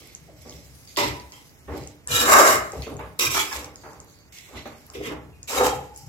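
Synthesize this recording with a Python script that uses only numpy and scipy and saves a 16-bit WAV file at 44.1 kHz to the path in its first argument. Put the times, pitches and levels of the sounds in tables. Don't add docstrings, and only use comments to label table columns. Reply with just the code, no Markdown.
import sys
import numpy as np
from scipy import signal
from scipy.fft import rfft, irfft, next_fast_len
from scipy.io import wavfile
from scipy.ndimage import uniform_filter1d, map_coordinates

SR = 44100
rng = np.random.default_rng(int(sys.argv[2]) if len(sys.argv) > 2 else 0)


def rack_gain(trim_db):
    fader = np.asarray(trim_db, float)
    return 10 ** (fader / 20)


def generate_wav(signal):
    frames = np.transpose(np.atleast_2d(signal))
    scaled = np.clip(frames, -1, 1) * 32767
    pcm = np.round(scaled).astype(np.int16)
    wavfile.write(sys.argv[1], SR, pcm)


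N = 268392


def unit(x):
    return x / np.sqrt(np.mean(np.abs(x) ** 2) + 1e-20)


def along(points, hz):
    f, v = np.transpose(points)
    return np.interp(np.log(hz + 1), np.log(f + 1), v)


def wobble(rate, size=N):
    knots = rng.standard_normal(int(size * rate / SR) + 4)
    return map_coordinates(knots, [np.arange(size) * rate / SR])


def ringing(modes, f):
    total = 0
    for k, (centre, width, db) in enumerate(modes):
        resonance = 1j * f * width / (centre * centre - f * f + 1j * f * width)
        total = total + (-1) ** k * rack_gain(db) * resonance
    return total


def body(modes, f, bed_db):
    tops = np.array(modes)[:, ::2]
    return ringing(modes, f) + rack_gain(along(tops, f) + bed_db)


def band(f, lo, hi):
    def pole(u):
        return 1 / (1 - u * u + np.sqrt(2) * 1j * u) ** 2
    return pole(f / hi) * np.conj(pole(lo / (f + 1)))


def stereo(pair, f, alike, lead_ms, lean_db):
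    turn = np.arccos(np.clip(along(alike, f), -1, 1)) / 2
    mid, side = pair[0] * np.cos(turn), pair[1] * np.sin(turn)
    shift = rack_gain(lean_db / 2) * np.exp(1j * np.pi * f * lead_ms / 1000)
    return np.array([(mid + side) * shift, (mid - side) / shift])


def friction(size, chatter_db, grit):
    struck = rng.random((2, size)) < .02
    grains = struck * np.minimum(rng.exponential(size=(2, size)), 3.0)
    rub = rng.standard_normal((2, size)) * (1 + grit * unit(grains))
    chatter = chatter_db * wobble(68.9, size=size) + wobble(28.5, size=size)
    return unit(rub * rack_gain(chatter))


def patchy(x, depth_db):
    z = signal.stft(x, nperseg=512)[2]
    field = uniform_filter1d(rng.standard_normal(z.shape[1:]), size=5, axis=0)
    field = uniform_filter1d(field, size=11, axis=1)
    return signal.istft(z * rack_gain(depth_db * unit(field)), nperseg=512)[1][:, :N]


# (frequency [Hz], density [dB per Hz])
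HUSH = [(15, -46), (25, -1), (100, -2.5), (480, -15), (1200, -21), (2300, -21.5), (3400, -29), (16300, -34)]
# (frequency [Hz], likeness [0-1])
HUSH_ALIKE = [(60, 0.38), (300, 0.64), (800, 0.3), (3000, 0.77)]


def hush():
    m = next_fast_len(N)
    f = np.fft.rfftfreq(m, 1 / SR)
    air = rfft(rng.standard_normal((2, m))) * rack_gain(along(HUSH, f))
    air = irfft(stereo(air, f, HUSH_ALIKE, lead_ms=0.16, lean_db=-3.0), m)[:, :N]
    return rack_gain(-53.5 + 0.47 * wobble(7.9)) * unit(air)


# (frequency [Hz], t60 [s])
KITCHEN = [(200, 0.52), (2000, 0.44), (10000, 0.072)]


def kitchen(x):
    hz, t, z = signal.stft(rng.standard_normal((2, SR // 2)), SR, nperseg=256)
    z[1, hz < 1200] = z[0, hz < 1200]
    decay = rack_gain(-60 * t / along(KITCHEN, hz)[:, None])
    tail = signal.istft(z * decay, SR, nperseg=256)[1]
    tail = tail / np.linalg.norm(tail[0])
    late = np.pad(x, ((0, 0), (300, 0)))
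    return signal.fftconvolve(late, tail, axes=1)[:, :N]


# (frequency [Hz], width [Hz], level [dB])
COUNTER = [(68.7, 84, -13.5), (96, 32.5, -4.5), (133, 13, -4), (170.3, 10, -5.5)]
# (time [s], peak level [dB], settling [dB/s])
JOLTS = [(.21, -54, 60), (.34, -54, 40), (.54, -49, 76), (1.01, -41, 79), (1.08, -35, 194),
         (1.71, -37.5, 103), (1.8, -52, 198), (2.1, -37, 61), (2.17, -57, 170), (2.34, -48, 144),
         (2.521, -40.5, 90), (2.78, -36.5, 223), (2.93, -39, 143), (3.05, -46.5, 142), (3.25, -41, 88),
         (3.58, -50, 47), (4.56, -46.5, 91), (4.98, -43.5, 47), (5.17, -49, 110), (5.59, -41, 68),
         (5.761, -44, 179), (6.09, -29.5, 101)]


def rocking():
    tip_db_per_s, rest_db, sway_hz = 376, -65.5, 68.5
    t = np.arange(N) / SR
    push = rack_gain(rest_db)
    for s, db, fall in JOLTS:
        lost_db = np.where(t < s, tip_db_per_s * (s - t), fall * (t - s))
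        push = push + rack_gain(db - lost_db)
    m = next_fast_len(N + SR // 2)
    f = np.fft.rfftfreq(m, 1 / SR)
    stone = unit(ringing(COUNTER, f) * band(f, 47, 191))
    boom = rfft(rng.standard_normal((2, N)) * push, m) * stone
    boom = irfft(stereo(boom, f, [(60, 0.94)], lead_ms=0.45, lean_db=2.5), m)[:, :N]
    pitch_hz = sway_hz * (1 + 0.043 * wobble(22.0))
    sway = np.sin(2 * np.pi * np.cumsum(pitch_hz) / SR) * push * rack_gain(4.8 * wobble(16))
    return boom + rack_gain([[2.2], [.1]]) * sway


# (time [s], level [dB])
STIR = [(0, -50.5), (.3, -61), (.9, -50), (1.5, -53.5), (2.03, -61), (2.801, -49.5), (3.15, -59),
        (3.95, -59.5), (4.28, -78), (4.799, -54.5), (5.301, -64), (6.08, -68)]


def squelch():
    s, db = np.transpose(STIR)
    f = np.fft.rfftfreq(N, 1 / SR)
    rub = rfft(friction(N, chatter_db=1.5, grit=.25))
    wet = irfft(rub * body(RIM["dull"], f, bed_db=9.0) * band(f, 2700, 16000), N)
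    level_db = np.interp(np.arange(N) / SR, s, db) - 4.0
    return rack_gain(level_db) * patchy(unit(wet), depth_db=2.5)


# (time [s], peak level [dB], frequency [Hz])
TICKS = [(0.073, -41, 11000), (0.15, -30, 6800), (.391, -52, 12000), (.4219, -41, 10600),
         (0.496, -33.5, 5470), (0.508, -40, 5600), (0.525, -46, 3260), (.853, -45, 7450),
         (0.875, -42, 5200), (0.963, -29, 4040), (1.0834, -37, 11000), (1.321, -37, 5760),
         (1.462, -50, 7600), (1.495, -54, 5070), (1.7754, -41.5, 12500), (1.837, -40.5, 5600),
         (1.874, -31, 7200), (2.074, -21.5, 7530), (2.72, -31, 6840), (2.8217, -31.5, 4760),
         (2.901, -44, 12600), (2.968, -38, 6900), (2.9956, -46, 12100), (3.307, -21.5, 6350),
         (3.5274, -25, 6200), (3.547, -32, 10000), (3.592, -32, 11900), (3.645, -29.5, 6100),
         (3.758, -34.5, 6470), (4.002, -33.5, 7070), (4.0457, -46, 11500), (4.572, -44, 9000),
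         (4.676, -47, 12600), (4.7845, -50, 10300), (4.866, -42, 10600), (4.901, -34, 6400),
         (4.9362, -45, 9000), (5.1218, -46, 10900), (5.4304, -31.5, 6650), (1.199, -37, 5300),
         (4.386, -36.5, 5860), (2.78, -46, 7000), (2.942, -46, 9000), (5.962, -34, 7750),
         (5.976, -35, 9260)]


def smacks():
    out, t = np.zeros(N + SR), np.arange(SR // 40) / SR
    for s, db, hz in TICKS:
        spread = rng.standard_normal(8)
        pitches = np.clip(hz * np.exp(.12 * (spread - spread.mean())), 2000, 15500)
        ring = np.sin(2 * np.pi * pitches * t[:, None]).sum(axis=1)
        envelope = rack_gain(db - 1.5 - 60 * t / .008) * (1 - np.exp(-t / .00024))
        out[round(s * SR):][:len(t)] += envelope * ring
    return np.array([out[3:N + 3], out[:N]])


# (time [s], peak level [dB], frequency [Hz], t60 [s])
CHIMES = [(.972, -26, 2010, 0.17), (1.0, -41, 1002, 0.36), (1.0, -45, 834, 0.72), (1.145, -41, 975, 0.42),
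          (1.335, -43.5, 3200, 0.14), (2.111, -27, 4050, 0.11), (2.15, -22.5, 3820, 0.58),
          (2.118, -30, 2900, 0.5), (2.13, -29.5, 1340, 0.74), (2.33, -27, 2190, 0.39),
          (2.386, -25, 1620, 0.07), (2.394, -18, 1250, 0.095), (2.461, -25, 1402, 0.25),
          (2.394, -15.5, 538, .15), (2.99, -55, 3483, 0.11), (2.99, -44, 2120, 0.098),
          (3.192, -20, 3855, 0.26), (3.265, -17, 2447, 0.11), (3.36, -18, 2330, 0.088),
          (3.393, -15.5, 3350, 0.058), (3.397, -29, 3050, 0.093), (3.51, -30, 1037, 0.1),
          (3.511, -28.5, 1680, 0.084), (4.572, -35, 2004, 0.072), (.282, -51.5, 618, .4),
          (2.29, -22, 1163, 0.53), (5.06, -38, 432, 0.33), (4.951, -34, 428, 0.43),
          (0.451, -52, 1150, 0.32), (4.95, -39, 3400, 0.036), (5.04, -35, 3180, 0.059),
          (5.06, -56, 3660, 0.072), (5.325, -61, 2750, 0.38), (5.331, -63, 2490, 0.77),
          (5.483, -44, 3890, .5), (5.575, -19.5, 3810, 0.088), (5.64, -32, 3150, 0.2),
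          (5.685, -37, 3200, 0.28), (5.62, -30, 834, 0.89), (5.6, -19.5, 504.3, 0.31)]


def chimes():
    rise_s, beat_db, shared = .004, 4, 0.55
    out, t = np.zeros((2, N + SR)), np.arange(SR // 2) / SR
    for s, db, hz, t60 in CHIMES:
        drift = np.array([wobble(65, size=len(t)) for _ in "LR"])
        drift = (drift + shared * drift[::-1]) / np.hypot(1, shared)
        ring = np.sin(2 * np.pi * hz * t + 2.1 * drift) * rack_gain(beat_db * drift[::-1])
        envelope = rack_gain(db - 60 * t / t60) * (1 - np.exp(-t / rise_s))
        envelope = envelope * np.minimum(10 - 20 * t, 1)
        out[:, round(s * SR):][:, :len(t)] += envelope * ring
    return out[:, :N]


# (frequency [Hz], likeness [0-1])
ALIKE = [(150, 1), (400, 0.9), (700, 0.81), (1200, 0.53), (2000, 0.36), (5000, 0.15), (12000, 0.16)]
# (frequency [Hz], left over right [dB])
LEAN = [(200, -4), (700, 3), (1500, -2), (3000, -4.5), (6000, -3.5), (10000, 2.5)]


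def contact(row, metals, edges_hz, lead_ms, lean_db, f, swell_power, linger_s, upper_faster, knock):
    start, swell, db, fall, upper_db = row
    contact_s, knock_s, sudden_s = .56, 0.0011, 0.0014
    t = np.arange(round(contact_s * SR)) / SR
    after = np.maximum(t - swell, 0)
    lost_db = fall * after ** 2 / (after + linger_s)
    force = friction(len(t), chatter_db=1.2, grit=.45)
    force = force * np.minimum(t / swell, 1) ** swell_power
    force = force * np.minimum((contact_s - t) * 10, 1)
    force = force * (1 + knock * np.exp(-t / knock_s - (swell / sudden_s) ** 2))
    m = 2 * len(f) - 2
    levels = [db - lost_db, db + upper_db - upper_faster * lost_db]
    sound = 0
    for level, metal, lo, hi in zip(levels, metals, edges_hz, edges_hz[1:]):
        sound = sound + rfft(force * rack_gain(level), m) * unit(metal * band(f, lo, hi))
    heard = irfft(stereo(sound, f, ALIKE, lead_ms, lean_db + along(LEAN, f)), m)
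    return round(start * SR), heard


# (start [s], swell [s], belly peak level [dB], letting go [dB/s], wall over belly [dB])
PUSHES = [(0, 0.00053, -54.5, 205, -5.5), (.26, 0.014, -55, 191, -18), (.447, 0.0038, -45, 132, -11.5),
          (.971, 0.0025, -26, 161, 0), (1.316, .006, -58, 142, 3), (1.674, 0.0091, -35.5, 149, -5.5),
          (2.06, 0.16, -31.5, 197, 3.5), (2.2, 0.23, -22, 146, 11), (2.728, 0.0034, -35, 247, -8.5),
          (2.866, 0.0012, -36, 162, -8.5), (2.989, 0.0048, -44.5, 214, 7), (3.191, 0.0006, -32.5, 84, 4.5),
          (3.335, 0.03, -36.5, 450, 11), (3.512, 0.002, -52, 508, 15.5), (3.515, 0.057, -43, 92, -1),
          (3.832, 0.0047, -46.5, 95, 2.5), (4.45, 0.13, -47.5, 499, -1.5), (4.654, 0.00099, -39.5, 268, 1),
          (4.87, 0.026, -59, 148, 4), (4.948, 0.0014, -36.5, 110, -14.5), (5.02, 0.047, -34.5, 205, -6.5),
          (5.088, 0.006, -45, 155.5, 2), (5.476, 0.056, -33, 113, 1), (5.55, 0.056, -21.5, 193, 1.5),
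          (6.06, 0.069, -59, 104, 15)]
PLACES = ("sauce sauce sauce far far sauce edge near sauce sauce sauce rim " "slide slide sauce sauce sauce sauce sauce bottom bottom sauce side side side").split()
# (start [s], swell [s], blade peak level [dB], letting go [dB/s], edge hiss over blade [dB])
SLIDES = [(0, 0.0038, -56.5, 55, 1.5), (.36, 0.18, -58.5, 81, 5.5), (.872, 0.0036, -60.5, 110, 8),
          (0.969, 0.0016, -25.5, 163, -3.5), (1.318, 0.0051, -54, 129, 0), (1.678, 0.14, -56, 152, 1),
          (2.078, 0.14, -32, 296, 4), (2.111, 0.12, -29, 498, 3.5), (2.25, 0.12, -27.5, 120, 6.5),
          (2.36, 0.12, -25.5, 260, 4.5), (2.728, 0.043, -55.5, 195, 2.5), (2.821, 0.0024, -48, 207, -2.5),
          (2.988, 0.004, -53.5, 192, -17), (3.1907, 0.00054, -28.5, 78.5, 5.5),
          (3.33, 0.064, -28.5, 395.5, 0.5), (3.508, 0.034, -40, 233, 2.5), (3.76, 0.034, -68.5, 59, 11.5),
          (4.07, 0.013, -75.5, 66.5, 17.5), (4.322, 0.0027, -52, 37, 1), (4.544, 0.039, -46, 453, -9.5),
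          (4.652, 0.0055, -52.5, 163, -4.5), (4.935, 0.014, -44.5, 350, -4.5),
          (5.019, 0.045, -41, 338.5, -4), (5.474, 0.085, -33.5, 117, 2.5), (5.561, 0.094, -37.5, 290, 4),
          (5.933, 0.07, -69.5, 131, 16.5)]
BLADES = ("sunk sunk dragged loaded light sunk free free swept swept sunk dragged dragged " "bare slid sunk sunk sunk sunk sunk sunk dragged dragged tilted tilted light").split()
RIMS = "dull dull wet dull dull dull dry dry dry dry dull wet dull struck dry dry wet wet dry dry wet dull dull dry dry dull".split()
# (frequency [Hz], width [Hz], level [dB])
DEEP_MODES = [(234, 17.5, -3), (297.9, 9, 3)]
PAN = { "sauce": [(430, 81, -6), (621, 47, 0), (812, 84, -6), (1168, 180, -4.5)], "far": [(293, 32.5, 4),
       (446, 20, 4.5), (585, 34, 0), (834, 26, 8), (975, 69, 6.5), (1200, 280, 1), (1427, 180, -6.5)],
       "edge": [(490, 33, 4), (1010, 75, -8), (1162, 56, -10.5), (1340, 20, -0.5), (1730, 150, -7)],
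       "near": [(413, 56, 1), (513, 36, -0.5), (622, 71, 2.5), (833, 10, 2), (1092, 150, -1.5),
       (1250, 61, 6.5), (1546, 110, -3), (1890, 86, -3)], "rim": [(360, 300, -1.5), (895, 70, 1.5),
       (1077, 57, 17), (1290, 80, 12.5), (1567, 47, 11.5)], "slide": [(393, 55, -0.5), (881, 48, 8),
       (1035, 180, -6.5), (1214, 19, 7)], "bottom": [(421, 22.5, 4.5), (850, 8.4, -8), (1047, 86, -15)],
       "side": [(411, 48, 4), (516, 39, 12.5), (776.5, 31, 3), (849, 27, 6.5), (1265, 200, -7),
       (1680, 130, -8)]}
SPOON = { "sunk": [(1936, 80, -5.5), (2200, 110, 1.5), (3440, 11, -2.5), (4050, 41, 1)],
         "loaded": [(2016, 120, -0.5), (2450, 100, 0.5), (3770, 820, -6.5), (3840, 60, -6)],
         "light": [(2020, 150, -13), (3130, 340, -14), (4100, 50, -13.5)], "free": [(2410, 60, -4),
         (2920, 60, -1), (3350, 120, -9), (3820, 70, -2), (4200, 200, -12)], "swept": [(2092, 88, -6),
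         (2880, 38, -9), (3810, 160, -14)], "bare": [(2050, 80, -4), (2300, 60, -3), (2500, 90, -1),
         (2800, 60, -4), (3050, 80, -6), (3820, 60, 0)], "slid": [(2330, 92, 2), (2900, 70, -0.5),
         (3080, 160, -4.5), (3400, 48, 4)], "dragged": [(2055, 84, 3.5), (2490, 120, 5), (3050, 540, -4),
         (3770, 100, 3)], "tilted": [(2140, 1500, 1), (3200, 66, 1), (3740, 91, 0.88)]}
RIM = { "wet": [(4650, 260, 3), (5300, 150, -4), (6300, 400, -3), (7500, 500, -4)],
       "dull": [(5280, 760, -1), (7900, 1200, 0.029)], "dry": [(4870, 170, -2), (5270, 67, 5.5),
       (7500, 1600, -0.5), (7850, 180, 3.5)], "struck": [(5200, 2.9, 0.5), (5600, 250, 5), (7070, 610, -8),
       (7790, 510, 0.5)]}
SPOTS = {"sauce": (0.77, 0.059, -1.23), "far": (0, 0.28, -0.17), "edge": (-7.5, 0.28, .4),
         "near": (2, 0.277, 0.3), "rim": (-24.5, 0.25, -1.5), "slide": (-1.5, 0.17, -0.074),
         "bottom": (-0.42, 0.28, 0.27), "side": (0, 0.16, 0.8)}
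GRIPS = {"sunk": 2.7, "loaded": 4, "light": -1, "free": -11.5, "swept": 1, "bare": -33, "slid": 0,
         "dragged": -0.99, "tilted": -1}
EDGES_HZ = [205, 700, 1800, 4200, 17000]
# (frequency [Hz], level [dB])
TREBLE = [(8000, -7.5), (8600, -15.5), (10000, -12), (12000, -7), (14000, -10.5), (16000, -10)]
# (time [s], extra force [dB], length [s])
CATCHES = [(0.972, 4, 0.0038), (0.994, -0.5, 0.009), (1.02, -0.5, .008), (1.695, -1.5, .004),
           (1.764, 8, 0.019), (2.114, 5.5, 0.0088), (2.168, 2.5, 0.014), (2.245, -4, 0.013),
           (2.335, 1, .012), (2.36, -1, 0.009), (2.373, 0, .006), (2.396, 0.5, .008), (2.423, -0.5, 0.0052),
           (2.435, -3.5, 0.017), (2.485, -1, 0.024), (2.93, 4.5, .012), (3.205, -0.5, 0.0032),
           (3.225, -0.5, 0.013), (3.44, -2.5, .012), (3.413, 1, .008), (3.205, -3.5, 0.0056),
           (3.278, -2, .01), (3.295, -10, 0.011), (3.33, 0.5, .008), (3.345, 3, 0.0061), (3.376, 2, 0.011),
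           (3.387, -5.5, .006), (3.398, 3.5, 0.0062), (4.567, 3.5, 0.01), (4.957, 3, 0.006),
           (2.868, -0.5, .004), (3.515, -1.5, .004), (5.014, 7, 0.0048), (5.126, 5, 0.016),
           (5.554, 0, 0.0065), (5.612, 1, .004), (5.62, 0.5, .006), (5.628, -4, 0.0068), (5.585, 0.5, .01),
           (5.645, 2.5, 0.012), (5.668, 5.5, .006)]


def strokes():
    out, f = np.zeros((2, N + SR)), np.fft.rfftfreq(32768, 1 / SR)
    heard = []
    for row, place in zip(PUSHES, PLACES):
        damp_db, lead_ms, lean_db = SPOTS[place]
        pan = body(DEEP_MODES + PAN[place], f, bed_db=damp_db - 11)
        heard.append(contact(row, [pan, pan], EDGES_HZ[:3], lead_ms, lean_db, f,
                             swell_power=0.98, linger_s=0.049, upper_faster=1.28, knock=1.8))
    for row, grip, wetness in zip(SLIDES, BLADES, RIMS):
        nearest = np.argmin([abs(push[0] - row[0]) for push in PUSHES])
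        _, lead_ms, lean_db = SPOTS[PLACES[nearest]]
        blade = body(SPOON[grip], f, bed_db=GRIPS[grip] - 11)
        rim = body(RIM[wetness], f, bed_db=-7) * rack_gain(along(TREBLE, f))
        heard.append(contact(row, [blade, rim], EDGES_HZ[2:], lead_ms, lean_db, f,
                             swell_power=0.5, linger_s=0.044, upper_faster=0.97, knock=0.41))
    for at, sound in heard:
        out[:, at:at + sound.shape[1]] += sound
    ms = np.arange(0, N / SR, 1 / 1000)
    catch_db = sum(db * np.exp(-((ms - s) / length) ** 2) for s, db, length in CATCHES)
    catching = np.interp(np.arange(N) / SR, ms, rack_gain(catch_db))
    return patchy(out[:, :N] * catching, depth_db=1.4) * rack_gain(2.2)


def scene():
    near = strokes() + smacks() + chimes()
    return near + rack_gain(-8.5) * kitchen(near) + rocking() + hush() + squelch()


# (frequency [Hz], share of empty bands [0-1])
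STARVE = [(3000, .02), (4300, .07), (5000, .02), (8100, .015), (8500, .38), (9700, .27), (10500, .05),
          (13200, .04), (15400, .25), (16000, .87)]


def starved(x):
    hz, _, z = signal.stft(x, SR, nperseg=1024)
    size = 8
    band_hz = hz[:-1:size]
    luck = rng.standard_normal((len(hz) // size, z.shape[2]))
    luck = uniform_filter1d(uniform_filter1d(luck, size=4, axis=1), size=2, axis=0)
    loud = np.log(np.mean(np.abs(z[0, hz > 8000]) ** 2, axis=0) + 1e-12)
    luck = unit(luck) + 0.46 * unit(loud - loud.mean()) * (band_hz[:, None] < 13000)
    rank = np.argsort(np.argsort(luck, axis=1), axis=1) / luck.shape[1]
    share = along(STARVE, band_hz) * (band_hz > 3000)
    empty = rank < share[:, None]
    z[:, :-1] *= 1 - np.repeat(empty, size, axis=0)
    return signal.istft(z, SR, nperseg=1024)[1][:, :N]


def roll_off(x):
    return signal.sosfilt(signal.butter(12, 16480, fs=SR, output="sos"), x)


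def record(dry):
    m = next_fast_len(N + SR // 4)
    microphone = band(np.fft.rfftfreq(m, 1 / SR), 45, 24000)
    heard = irfft(rfft(dry, m) * microphone, m)[:, :N]
    mix = starved(np.clip(heard, -.92, .92))
    return roll_off(mix)


dry = scene()
out = record(dry)
generate_wav(out)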